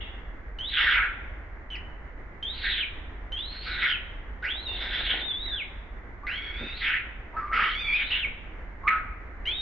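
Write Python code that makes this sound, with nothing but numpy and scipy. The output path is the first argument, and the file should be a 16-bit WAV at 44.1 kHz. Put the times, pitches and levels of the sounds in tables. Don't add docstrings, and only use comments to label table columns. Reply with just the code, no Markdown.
import sys
import numpy as np
from scipy import signal
from scipy.fft import rfft, irfft, next_fast_len
from scipy.io import wavfile
from scipy.ndimage import uniform_filter1d

SR = 44100
rng = np.random.default_rng(int(sys.argv[2]) if len(sys.argv) > 2 else 0)


def digitize_waveform(pressure):
    field = np.atleast_2d(pressure).T
    bounded = np.clip(field, -1, 1)
    quanta = np.round(bounded * 32767).astype(np.int16)
    wavfile.write(sys.argv[1], SR, quanta)


N = 423801

# f/Hz, level/dB
BACKGROUND_TONE = [(22, -6), (42, 3.5), (57, -3), (72, -7), (130, -21), (320, -21), (520, -24.5),
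                   (1260, -26.5), (2050, -23), (2550, -41), (3200, -47.5), (4800, -60), (7000, -63.5)]
# f/Hz, likeness (1 = the same, 0 = unrelated)
BACKGROUND_LIKENESS = [(60, 0.97), (140, 0.89), (330, 0.77), (780, 0.74), (1840, 0.061), (4320, -0.08)]
# t/s, length/s, level/dB, centre f/Hz
SCUFFS = [(4.355, 0.84, -49, 654), (5.042, .3, -45, 590), (6.584, .11, -41.5, 270), (7.48, 0.305, -52, 293)]
# f/Hz, ring time/s
TREE_RING_TIMES = [(500, 0.45), (1400, 1.15), (2300, 1.05), (3700, 0.85), (4700, 0.5)]
# f/Hz, gain/dB
TIGHT_THROAT = [(300, -24), (900, -13.5), (1160, -16.5), (1400, 2), (3800, -0.5), (4500, -7.5),
                (5200, -14.5), (6100, -19), (7200, -36)]
# t/s, length/s, rise/s, level/dB, level change after the rise/dB, f/Hz, roughness/0-1
SQUAWKS = [(6.231, .035, 0.0051, -38.5, -16, 1211, 0.22), (7.321, 0.046, 0.034, -39, -2, 1014, 0.8),
           (7.36, .05, 0.012, -30, -8, 1348, 0.3), (7.405, .115, 0.012, -38, -5, 1193, 0.5),
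           (7.507, 0.083, 0.017, -28, 3, 1371, 0.31), (7.584, .11, 0.011, -27.5, -8, 1292, 0.39),
           (7.818, .11, 0.092, -27, 1.5, 2342, 0.2), (7.921, 0.054, 0.007, -22, -3.5, 2490, 0.17),
           (7.979, 0.067, 0.02, -28, -10.5, 2274, .35), (8.097, 0.088, 0.022, -25.5, -7.5, 2900, 0.44),
           (8.831, 0.063, 0.0067, -38, 4.5, 1155, 0.31), (8.867, 0.12, 0.0058, -24, -7.5, 1293, 0.19)]
# t/s, length/s, rise/s, level/dB, level change after the rise/dB,
# middle ring against low ring/dB, fizz/dB, how far the whistle tears/0-1
RASPS = [ (0.734, 0.24, 0.065, -24, -1, -0.5, -19, 0.97), (0.938, .14, .03, -21.5, -7.5, -3.5, -41, 0.65),
         (1.75, 0.023, 0.0078, -48, -1, 7, 5, 0.19), (2.57, 0.067, 0.065, -43.5, 11.5, -3.5, -8.5, 0.6),
         (2.622, 0.089, 0.028, -28.5, -8, 19.5, -23, 0.84), (2.713, .11, 0.028, -50, -4.5, 17.5, -24, 0.9),
         (3.535, 0.064, .02, -43.5, -9, -3.5, -13, 0.25), (3.645, 0.19, 0.027, -35, -4.5, -2, -12.5, 0.6),
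         (3.81, .07, 0.021, -21, -8, 4.5, -21, 1), (3.864, .07, 0.0047, -35, 1.5, 7.5, -11, 0.5),
         (4.421, .11, 0.034, -31, -12.5, 2.5, -15, 0.2), (4.772, .15, .06, -37, -5, 2.5, -9.5, 0.55),
         (4.9, .15, .04, -35.5, -5.5, 3, -10, .6), (5.065, 0.16, 0.07, -36, -9.5, 9.5, -29, 1),
         (6.265, .14, 0.011, -36, -9.5, -1.5, -18.5, .15), (6.378, .38, 0.041, -45.5, 1.5, 2, -22.5, 0.12),
         (6.794, .12, 0.032, -30.5, 1.5, 3, -18.5, 1), (6.893, .125, 0.058, -27.5, -11, 5.5, -27, 0.94),
         (7.362, .14, 0.0073, -45.5, -2, -1, -18.5, 0), (7.51, .19, 0.035, -28, -1.5, 4.5, -15, 0.78),
         (7.697, 0.061, .01, -39, -8, 5.5, -11, 0.6), (7.969, 0.082, 0.027, -39.5, -9, 15, -11.5, .8),
         (8.098, .12, 0.0094, -35, -8, 17.5, -15.5, 0.6), (8.873, 0.031, 0.0088, -19, -9.5, 14, -27, 0.04),
         (8.903, .105, 0.0063, -27, -11, -6, -41, 0)]
# start t/s, end t/s, f/Hz, depth/0-1
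FLUTTERS = [(3.37, 3.42, 543, 0.35), (4.67, 4.75, 850, 0.38), (5.46, 5.57, 1870, 0.22),
            (6.31, 6.74, 1085, 0.55), (7.69, 7.97, 1120, 0.7), (9.455, 9.53, 895, 0.36)]
# t/s, f/Hz, level/dB
SQUEAL_PATHS = [
    [(.587, 3020, -31), (.63, 3200, -35.5), (.66, 3600, -32), (.70, 3937, -38.5), (.77, 3085, -27),
     (.87, 3360, -32.5), (.95, 2920, -27), (1.0, 2390, -43)],
    [(1.703, 3057, -40.5), (1.749, 2864, -37), (1.758, 2260, -33.5), (1.772, 1805, -49)],
    [(2.427, 3060, -32.5), (2.49, 3600, -32), (2.56, 4213, -40), (2.68, 3800, -32), (2.8, 3273, -31.5),
     (2.845, 2206, -27.5)],
    [(3.321, 2983, -35.5), (3.385, 3330, -31.5), (3.44, 3890, -39), (3.51, 4200, -36.5),
     (3.65, 4340, -38.5), (3.76, 3803, -35), (3.86, 3350, -33.5), (3.925, 3106, -28), (3.962, 2400, -32)],
    [(4.425, 1360, -36.5), (4.51, 3350, -32), (4.63, 4131, -39.5), (4.675, 3620, -32), (4.74, 3620, -35.5),
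     (4.89, 3623, -40.5), (4.93, 3447, -32.5), (5.04, 3693, -35), (5.1, 3177, -27.5), (5.18, 3500, -40),
     (5.27, 3687, -32), (5.32, 3437, -27.5), (5.39, 3607, -38), (5.44, 3944, -33.5), (5.57, 3366, -34),
     (5.625, 2017, -33)],
    [(6.268, 1900, -32.5), (6.32, 2967, -35), (6.37, 3252, -36.5), (6.55, 3380, -43.5), (6.63, 3657, -39),
     (6.71, 3645, -39.5), (6.79, 4200, -40), (6.86, 2923, -30), (6.98, 2670, -37.5)],
    [(7.53, 2720, -39), (7.62, 2869, -34), (7.72, 3230, -37.5), (7.815, 3600, -34), (7.89, 3267, -36),
     (7.96, 3450, -39), (8.02, 3080, -33), (8.075, 3900, -39), (8.16, 3560, -39), (8.215, 3235, -32),
     (8.253, 2072, -22.5)],
    [(9.455, 2826, -33.5), (9.485, 3227, -29.5), (9.575, 3806, -35.5), (9.62, 3750, -25)],
]


def gain_of(db):
    return 10 ** (np.asarray(db) / 20)


def unit_level(x):
    return x / np.sqrt(np.mean(x ** 2) + 1e-20)


def look_up(points, hz):
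    f, value = np.transpose(points)
    return np.interp(np.log(hz + 1), np.log(f + 1), value)


def add(mix, start, sound):
    part = mix[max(round(start * SR), 0):][:len(sound)]
    part += sound[:len(part)]


def shape_tone(x, points):
    size = next_fast_len(N + SR // 4, True)
    gains = gain_of(look_up(points, np.fft.rfftfreq(size, 1 / SR)))
    return irfft(rfft(x, size) * gains, size)[..., :N]


def wander(count, hz):
    noise = rng.standard_normal(count + SR // 16)
    return unit_level(signal.lfilter(*signal.butter(2, hz, fs=SR), noise)[-count:])


def resonate(x, hz, width_hz, order=2):
    turn = np.exp(2j * np.pi * np.cumsum(hz * np.ones(len(x))) / SR)
    lowpass = signal.butter(order, width_hz / 2, fs=SR, output="sos")
    return 2 * (turn * signal.sosfilt(lowpass, x / turn)).real


def background(level_db=-39.5):
    size = next_fast_len(N, True)
    left, unrelated = rfft(rng.standard_normal((2, size)))
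    likeness = np.clip(look_up(BACKGROUND_LIKENESS, np.fft.rfftfreq(size, 1 / SR)), -1, 1)
    right = likeness * left + np.sqrt(1 - likeness ** 2) * unrelated
    noise = unit_level(shape_tone(irfft(np.array([left, right]))[:, :N], BACKGROUND_TONE))
    return gain_of(level_db + wander(N, 6.8)) * noise * gain_of([[-.6], [.6]])


def scuffs():
    out = np.zeros(N)
    for start, length, level_db, hz in SCUFFS:
        count = int(length * SR)
        grains = rng.standard_normal(count) * np.exp(.5 * wander(count, 50))
        rub = unit_level(resonate(grains, hz, 1.13 * hz))
        add(out, start, gain_of(level_db) * rub * signal.windows.tukey(count, .6))
    return out


def echoes(x, ring_scale, delay_s, alike_below_hz):
    hz, t, noise = signal.stft(rng.standard_normal((3, SR)), SR, nperseg=256)
    likeness = 1 / (1 + (hz[:, None] / alike_below_hz) ** 4)
    ears = np.sqrt(likeness) * noise[0] + np.sqrt(1 - likeness) * noise[1:]
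    ring_s = ring_scale * look_up(TREE_RING_TIMES, hz)[:, None]
    tail = signal.istft(ears * gain_of(-60 * t / ring_s), SR, nperseg=256)[1]
    tail = np.pad(tail / np.linalg.norm(tail[0]), ((0, 0), (int(delay_s * SR), 0)))
    return signal.fftconvolve(x[None], tail, axes=1)[:, :N]


def fading_cry():
    cry, count = np.zeros(N), SR // 50
    burst = resonate(rng.standard_normal(count), 2840, 1800, order=6) * np.hanning(count)
    add(cry, 0, gain_of(-38) * unit_level(burst))
    return echoes(cry, ring_scale=.8, delay_s=0, alike_below_hz=1500)


def breath(length, rise, change_db, release_s=.011):
    t = np.arange(0, length, 1 / SR)
    attack = np.sin(np.pi / 2 * np.clip(t / rise, 0, 1)) ** 2
    slope = gain_of(change_db * np.maximum(t - rise, 0) / max(length - rise, 1e-3))
    return t, attack * slope * np.clip((length - t) / release_s, 0, 1)


def fold_slaps(count, slaps_per_s=200, unevenness=.3, closing=.75, leak=.08):
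    cycles = np.cumsum(slaps_per_s * np.exp(unevenness * wander(count, 120))) / SR
    slaps = np.diff(np.floor(cycles), prepend=0)
    puffs = (leak + np.exp(-(cycles % 1) / closing)) * rng.standard_normal(count)
    return unit_level(slaps), unit_level(puffs)


def whistle(t, hz, rough, pitch_shake, level_shake, octave_db, hiss_db, snap_db, flutters=()):
    shake = pitch_shake * rough * np.tanh(wander(len(t), 260)) + .006 * wander(len(t), 34.6)
    phase = 2 * np.pi * np.cumsum(uniform_filter1d(hz, 300) * (1 + shake)) / SR
    pressed = np.clip(1 - 2 * rough, 0, 1) * np.exp(-(t - t[0]) / .14)
    tone = np.sin(phase) + gain_of(octave_db) * pressed * np.sin(2 * phase)
    for start, end, rate_hz, depth in flutters:
        beat = 2 * np.pi * np.cumsum(rate_hz * (1 + .054 * wander(len(t), 250))) / SR
        fade = np.clip(np.minimum(t - start, end - t) / .0048, 0, 1)
        below = np.sin(phase - beat) + .14 * np.sin(phase - 2 * beat)
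        above = .5 * np.sin(phase + beat) + .27 * np.sin(phase + 2 * beat)
        hoarseness = 1 + np.tanh(.3 * wander(len(t), 90))
        tone += depth * fade * hoarseness * (below + depth * above)
    hiss = unit_level(resonate(rng.standard_normal(len(t)), .69 * hz, 1700, order=3))
    snap = gain_of(snap_db) * np.exp(-(t - t[0]) / .0077) * rng.standard_normal(len(t))
    strength = 1 + np.tanh(level_shake * rough * wander(len(t), 180))
    return unit_level(tone * strength) + gain_of(hiss_db) * rough * hiss + snap


def squawk(start, length, rise, level_db, change_db, hz, rough):
    t, push = breath(length, rise, change_db)
    pitch = hz * (1 - .1 * np.exp(-t / .015))
    tone = whistle(t, pitch, rough, pitch_shake=.18, level_shake=1.5,
                   octave_db=-20, hiss_db=-9.5, snap_db=-20)
    return start, gain_of(level_db) * push * tone


def rasp(start, length, rise, level_db, change_db, middle_db, fizz_db):
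    t, push = breath(length, rise, change_db)
    slaps, puffs = fold_slaps(len(t))
    drive = puffs + 1.2 * slaps
    low = unit_level(resonate(drive, 1440 * (1 + .1 * wander(len(t), 17)), 570))
    middle = unit_level(resonate(drive, 1980 * (1 + .078 * wander(len(t), 23)), 520))
    ring = unit_level(low + gain_of(middle_db) * middle)
    fizz = push * unit_level(resonate(puffs, 4940, 1100, order=3))
    return start, gain_of(level_db) * push * (ring + gain_of(fizz_db) * fizz)


def tearing(t, lead_s=.05, heal_s=.02):
    each = [tear * np.clip(np.minimum(1 + (t - start) / lead_s, (start + length - t) / heal_s), 0, 1)
            for start, length, *_, tear in RASPS]
    return np.clip(np.max(each, axis=0), 0, 1)


def squeal(path, clean_roughness=.07, tremble_db=1.4):
    times, pitches, levels = np.transpose(path)
    t = np.arange(times[0], times[-1], 1 / SR)
    hz = np.interp(t, times, pitches) * (1 + .00813 * wander(len(t), hz=14))
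    tear = tearing(t)
    rough = clean_roughness + (1 - clean_roughness) * tear
    tone = whistle(t, hz, rough, pitch_shake=.1151, level_shake=2.2,
                   octave_db=-14, hiss_db=-.5, snap_db=-4.5, flutters=FLUTTERS)
    _, puffs = fold_slaps(len(t))
    screech = unit_level(resonate(puffs, hz, width_hz=1150, order=3))
    screech_share = .6 * tear ** 2
    voice = np.sqrt(1 - screech_share) * tone + np.sqrt(screech_share) * screech
    edges = np.clip(np.minimum(t - t[0], t[-1] - t) / .00044, 0, 1)
    level_db = np.interp(t, times, levels) + tremble_db * wander(len(t), 25)
    return t[0], edges * gain_of(level_db) * voice


def baby_monkey():
    shrill, throaty = np.zeros((2, N))
    for path in SQUEAL_PATHS:
        add(shrill, *squeal(path))
    for *row, _ in RASPS:
        add(shrill, *rasp(*row))
    for row in SQUAWKS:
        add(throaty, *squawk(*row))
    return shape_tone(shrill, TIGHT_THROAT) + shape_tone(throaty, [(4400, 1), (5800, -23.5)])


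def scene():
    voice = gain_of(-1) * baby_monkey()
    direct = voice * gain_of([[-1.1], [-.1]])
    stone = gain_of(-4.5) * echoes(voice, ring_scale=.28, delay_s=.001977, alike_below_hz=1920)
    trees = gain_of(-13.5) * echoes(voice, ring_scale=1, delay_s=.025, alike_below_hz=1500)
    return direct + stone + trees + fading_cry() + scuffs() + background()


def record(dry):
    ceiling, cutoff_hz = gain_of(-8.5), 7300
    rounded = dry / (1 + (dry / ceiling) ** 12) ** (1 / 12)
    lowpass = signal.firwin(511, cutoff_hz, window=("kaiser", 9), fs=SR)
    return signal.oaconvolve(rounded, lowpass[None], "same")


dry = scene()
out = record(dry)
digitize_waveform(out)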